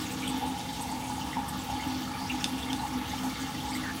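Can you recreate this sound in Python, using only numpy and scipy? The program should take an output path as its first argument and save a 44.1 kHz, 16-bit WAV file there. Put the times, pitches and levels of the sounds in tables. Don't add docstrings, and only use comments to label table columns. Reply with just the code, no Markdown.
import sys
import numpy as np
from scipy import signal
from scipy.fft import rfft, irfft
from scipy.io import wavfile
from scipy.ndimage import uniform_filter1d

SR = 44100
rng = np.random.default_rng(int(sys.argv[2]) if len(sys.argv) > 2 else 0)


def inscribe(sig):
    pcm = np.round(np.clip(np.atleast_2d(sig).T, -1, 1) * 32767)
    wavfile.write(sys.argv[1], SR, pcm.astype(np.int16))


N = 176400
T = np.arange(N) / SR
HZ = np.maximum(np.fft.rfftfreq(N, 1 / SR), 1)


def from_db(db):
    return 10 ** (np.asarray(db) / 20)


def rms_one(x):
    return x / np.sqrt(np.mean(x ** 2) + 1e-20)


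def fader(points):
    return np.interp(T, *np.transpose(points))


def eq_curve(points):
    hz, db = np.transpose(points)
    return np.interp(np.log(HZ), np.log(hz), db)


def shaped(x, gain):
    return rms_one(irfft(rfft(x) * gain, N))


def drift(rate_hz):
    return shaped(rng.standard_normal(N), 1 / (1 + (HZ / rate_hz) ** 2))


def resonance(hz, width):
    return 1 / (1 + 1j * (HZ ** 2 - hz ** 2) / (HZ * width))


def grains(per_s, spread_db):
    sizes = from_db(spread_db * np.minimum(rng.exponential(1, N), 4))
    return sizes * rng.choice([-1, 1], N) * (rng.random(N) < per_s / SR)


def cavity(modes, per_s, even, smooth_s):
    ring = 0
    for hz, width, db in modes:
        ring += from_db(db) * shaped(grains(per_s, spread_db=2.5), resonance(hz, 1.48 * width) ** 2)
    power = uniform_filter1d(np.abs(signal.hilbert(ring)) ** 2, int(smooth_s * SR))
    return rms_one(ring / (power + 1e-3) ** (even / 2))


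def basin(x, wet_db=3.5, t60_s=0.11):
    t = T[:SR // 4]
    tail = rng.standard_normal(len(t)) * from_db(-60 * t / t60_s) * (t > .0015)
    return x + from_db(wet_db) * signal.fftconvolve(x, tail / np.linalg.norm(tail))[:N]


# t/s, relative level/dB
HUM_LEVEL = [(0.0, -34), (0.07, -43.5), (0.37, -31.5), (0.41, -43), (0.46, -34.5), (0.53, -36), (0.57, -53),
             (0.71, -39), (0.73, -53.5), (0.96, -36), (1.01, -40), (1.15, -38.5), (1.34, -45), (1.38, -34),
             (1.5, -49), (1.57, -36), (1.69, -48), (1.77, -36.5), (1.83, -47), (1.87, -33), (2.13, -40),
             (2.15, -51), (2.23, -34.5), (2.26, -46), (2.35, -32), (2.43, -47), (2.46, -34), (2.49, -43),
             (2.54, -31), (2.61, -43.5), (2.73, -32.5), (2.87, -48.5), (2.96, -29), (3.03, -37),
             (3.05, -45.5), (3.29, -31), (3.35, -54), (3.43, -32), (3.53, -56), (3.55, -40), (3.69, -40.5),
             (3.75, -34.5), (3.97, -42), (4.0, -50)]
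# f/Hz, nominal width/Hz, relative level/dB
PIPE_MODES = [(304.8, 22.4, 0), (203.2, 35, -3)]
# f/Hz, relative level/dB
RUMBLE_EQ = [(20, -33), (40, -16), (52, -11), (64, 2), (85, -2), (110, 0), (125, -3), (145, 1.5), (160, -7),
             (175, 2), (200, -2.5), (225, -5.5), (260, -3), (320, -5.5), (345, -19), (380, -15.5),
             (430, -14), (480, -13.5), (520, -15), (570, -12), (620, -22), (700, -10.5), (1000, -32),
             (2000, -37)]

def pipe():
    level_db = fader(HUM_LEVEL)
    pitch_hz = 258.2 + 3.58 * drift(12.7)
    hum = from_db(level_db - 1) * np.sqrt(2) * np.sin(2 * np.pi * np.cumsum(pitch_hz) / SR)
    hollow_db = -46 + 0.66 * (level_db - level_db.mean())
    hollow = from_db(hollow_db) * cavity(PIPE_MODES, per_s=900, even=0.25, smooth_s=0.012)
    rumble = from_db(-41) * shaped(rng.standard_normal(N), from_db(eq_curve(RUMBLE_EQ)))
    return hum + hollow + rumble


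# t/s, relative level/dB
THROAT_LEVEL = [(0.0, -46.5), (0.3, -43.5), (0.32, -37.5), (0.4, -41.5), (0.43, -33), (0.54, -39),
                (0.79, -43.5), (0.8, -37.5), (1.31, -39.5), (1.34, -49), (1.37, -31.5), (1.55, -43),
                (1.67, -43), (1.7, -35.5), (1.8, -40.5), (1.92, -38.5), (1.99, -45), (2.26, -38.5),
                (2.29, -47), (2.33, -39.5), (2.66, -44.5), (2.74, -34.5), (2.76, -46.5), (2.83, -30),
                (2.88, -41), (3.07, -39), (3.11, -52), (3.14, -36.5), (3.16, -46.5), (3.25, -35.5),
                (3.32, -48), (3.5, -42), (3.53, -48), (3.7, -37), (3.74, -44.5), (4.0, -48)]
SLOSH_LEVEL = [(0.0, -43), (0.1, -46), (0.6, -52), (0.62, -58.5), (1.57, -43.5), (1.64, -50.5),
               (2.12, -44.5), (2.17, -44), (2.24, -48.5), (3.5, -44.5), (3.59, -53), (3.9, -39.5),
               (3.92, -47), (4.0, -47)]
LOW_RING_LEVEL = [(0.0, -52), (0.41, -49.5), (0.44, -39), (0.47, -53.5), (2.39, -60), (2.73, -49.5),
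                  (2.87, -71), (2.94, -56), (4.0, -58.5)]
# f/Hz, nominal width/Hz, relative level/dB
THROAT_MODES = [(714, 45, -15.5), (788, 31, -8.5), (843.2, 40, 1.5), (927.5, 57, -5.5)]
SLOSH_MODES = [(1087, 36, -4.5), (1185, 45, -2.5), (1314, 114, -1.5), (1475, 25, -7), (1692, 53, -6),
               (1816, 110, -6)]

def gurgle():
    throat = cavity(THROAT_MODES, per_s=500, even=0.29, smooth_s=0.047)
    slosh = cavity(SLOSH_MODES, per_s=650, even=0.23, smooth_s=0.094)
    low_ring = cavity([(481, 39, 0)], per_s=500, even=0.26, smooth_s=0.059)
    return (from_db(fader(THROAT_LEVEL) - 0.5) * throat
            + from_db(fader(SLOSH_LEVEL) - 1.5) * slosh
            + from_db(fader(LOW_RING_LEVEL) - 1) * low_ring)


# t/s, relative level/dB
RUSH_LEVEL = [(0.0, -42.5), (1.12, -43.5), (1.4, -45), (1.8, -43), (2.07, -44.5), (2.61, -43.5),
              (3.05, -43.5), (3.17, -42), (3.35, -43.5), (4.0, -44)]
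# f/Hz, relative level/dB
RUSH_EQ = [(400, -30), (700, -10), (1100, -2.5), (1450, -6), (1550, -7), (1750, -5.5), (2100, -2),
           (2400, -4), (3400, -0.5), (4200, -4.5), (6000, -5.5), (8500, -11), (10000, -13), (12500, -15.5),
           (16000, -15)]
# f/Hz, width/Hz, boost/dB
BASIN_MODES = [(1240, 67, 7), (1466, 14.4, 14.5), (1670, 40, 3.5), (2132, 22, 7), (2250, 48, 6.5),
               (2765, 14, 15.5), (3104, 15, 8.5), (3560, 260, 3.5), (4470, 170, 4.5), (5420, 280, 0),
               (8150, 250, 2.5), (11300, 570, 1)]

def rush(fizz_per_s=1800, flutter_db=1.85):
    hiss, fizz = 0, 0
    shared_drift = drift(6.5)
    bands_hz = np.geomspace(900, 15000, 15)
    for hz in bands_hz:
        gain = np.sqrt(hz) * from_db(flutter_db * (0.33 * shared_drift + drift(5.3)))
        hiss += gain * shaped(rng.standard_normal(N), resonance(hz, 0.42 * hz) ** 2)
        pops = grains(fizz_per_s / len(bands_hz), spread_db=4.0)
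        fizz += gain * shaped(pops, resonance(hz, 0.11 * hz))
    water = rms_one(hiss) + rms_one(basin(fizz))
    boost_db = sum(db * np.abs(resonance(hz, width)) ** 2 for hz, width, db in BASIN_MODES)
    return from_db(fader(RUSH_LEVEL) + 1) * shaped(water, from_db(eq_curve(RUSH_EQ) + boost_db))


def plinks(per_s=130, low_hz=2008, high_hz=11060):
    when, height, size_rank = rng.random((int(per_s * N / SR), 3)).T
    octaves = height * np.log2(high_hz / low_hz)
    db = -46 + 0.5 * octaves - 3 * np.log(np.maximum(size_rank, .04))
    return np.transpose([when * N / SR, low_hz * 2 ** octaves, db])


# t/s, length/s, f/Hz, relative level/dB
SIZZLES = [(.01, .03, 7700, -46), (0.103, 0.028, 8300, -44), (0.108, .03, 13800, -48),
           (0.228, .07, 2850, -41), (0.273, 0.03, 8400, -40.5), (0.271, 0.014, 11400, -44),
           (0.457, 0.043, 8700, -47), (0.579, 0.018, 9500, -47), (.806, .022, 10950, -40),
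           (0.809, 0.017, 8240, -38), (0.911, 0.014, 8300, -42.5), (1.48, .017, 11300, -44.5),
           (1.481, 0.013, 8400, -42), (1.588, 0.032, 7600, -46.5), (1.85, 0.014, 12500, -52),
           (2.19, 0.082, 4700, -45.5), (3.075, 0.034, 6360, -43), (3.732, 0.041, 7950, -45),
           (3.743, .03, 12900, -48), (3.842, .075, 1650, -40)]

def sizzles(pops_per_s=1300, q=23, attack_s=0.0012, decay_s=0.0017):
    out, t = np.zeros(N + SR), T[:SR // 10]
    for onset, length, hz, db in SIZZLES:
        shower = 0
        pitches = hz * np.exp(.06 * np.linspace(-1, 1, 5))
        for pitch in pitches:
            pops = rng.standard_normal(len(t)) * (rng.random(len(t)) < pops_per_s / len(pitches) / SR)
            shower += signal.lfilter(*signal.iirpeak(pitch, q, fs=SR), pops + 1e-18)
        envelope = np.clip(t / attack_s, 0, 1) * np.exp(-np.maximum(t - length, 0) / decay_s)
        start = int(onset * SR)
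        out[start:start + len(t)] += from_db(db - 4) * envelope * rms_one(shower)
    return out[:N]


# t/s, starting f/Hz, relative level/dB
BLIPS = [(.224, 2290, -25.5), (.274, 3220, -22), (.32, 5250, -37), (1.211, 2870, -26), (1.331, 2000, -25),
         (1.713, 5330, -27), (1.797, 2080, -25.5), (1.832, 2960, -31), (1.886, 5560, -27),
         (2.136, 2300, -31.5), (2.168, 1190, -31.5), (2.298, 2700, -18.5), (2.299, 2300, -27),
         (2.628, 3360, -25), (2.664, 2110, -32), (2.688, 2100, -29), (2.70, 3110, -22), (2.793, 3850, -27),
         (3.116, 2040, -29), (3.18, 5200, -27), (3.304, 2170, -30), (3.357, 2100, -28),
         (3.428, 2060, -30.5), (3.548, 1940, -30), (3.603, 3330, -26.5), (3.718, 2100, -28.5),
         (3.732, 4670, -22.5), (3.751, 2030, -24), (3.836, 1900, -27), (3.9, 1700, -41)]
GLUGS = [(.318, 840, -44), (.425, 800, -28), (.803, 897, -30), (.925, 874, -27), (1.10, 925, -27),
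         (1.370, 886, -19.5), (1.699, 830, -25), (1.726, 800, -28), (2.812, 816, -39), (3.137, 845, -43),
         (3.235, 850, -32)]

def bubbles(rows, cycles, chirp, attack_s):
    out, t = np.zeros(N + SR), T[:SR // 10]
    for onset, hz, db in rows:
        start, t60 = int(onset * SR), cycles / hz
        envelope = (1 - np.exp(-t / attack_s)) * from_db(db - 60 * t / t60)
        out[start:start + len(t)] += envelope * np.sin(2 * np.pi * hz * t * (1 + chirp * t / t60))
    return out[:N]


# t/s, relative level/dB
SNAPS = [(2.4426, -14.5), (2.7305, -22.5)]
# f/Hz, relative level/dB, t60/s
SNAP_MODES = [(1700, -13, .006), (2680, -5.5, 0.011), (3560, -2, 0.015), (4330, -4, 0.0036),
              (5140, -5, 0.0088), (6300, -4.5, 0.0046), (8850, -4.5, 0.0028), (11200, -13, 0.0028),
              (14000, -20, .0015)]

def snaps(low_cut_hz=1200):
    out = 0
    for onset, snap_db in SNAPS:
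        t = np.clip(T - onset, 0, .1)
        for k, (hz, db, t60) in enumerate(SNAP_MODES):
            out += (-1) ** k * from_db(snap_db + db - 60 * t / t60) * np.sin(2 * np.pi * hz * t)
    return signal.sosfilt(signal.butter(2, low_cut_hz, "high", fs=SR, output="sos"), out + 1e-18)


def scene():
    blips = from_db(-0.5) * bubbles([*BLIPS, *plinks()], cycles=36, chirp=0.083, attack_s=0.00089)
    glugs = bubbles(GLUGS, cycles=53, chirp=0.068, attack_s=0.00041)
    bed = pipe() + gurgle() + rush()
    mono = bed + glugs + basin(blips) + basin(sizzles() + snaps(), wet_db=-5)
    return np.array([mono, mono])


def record(dry, cutoff_hz=15850):
    high_cut = signal.firwin(601, cutoff_hz, fs=SR, window="blackman")
    return signal.fftconvolve(dry, high_cut[None], "same", axes=1)


dry = scene()
out = record(dry)
inscribe(out)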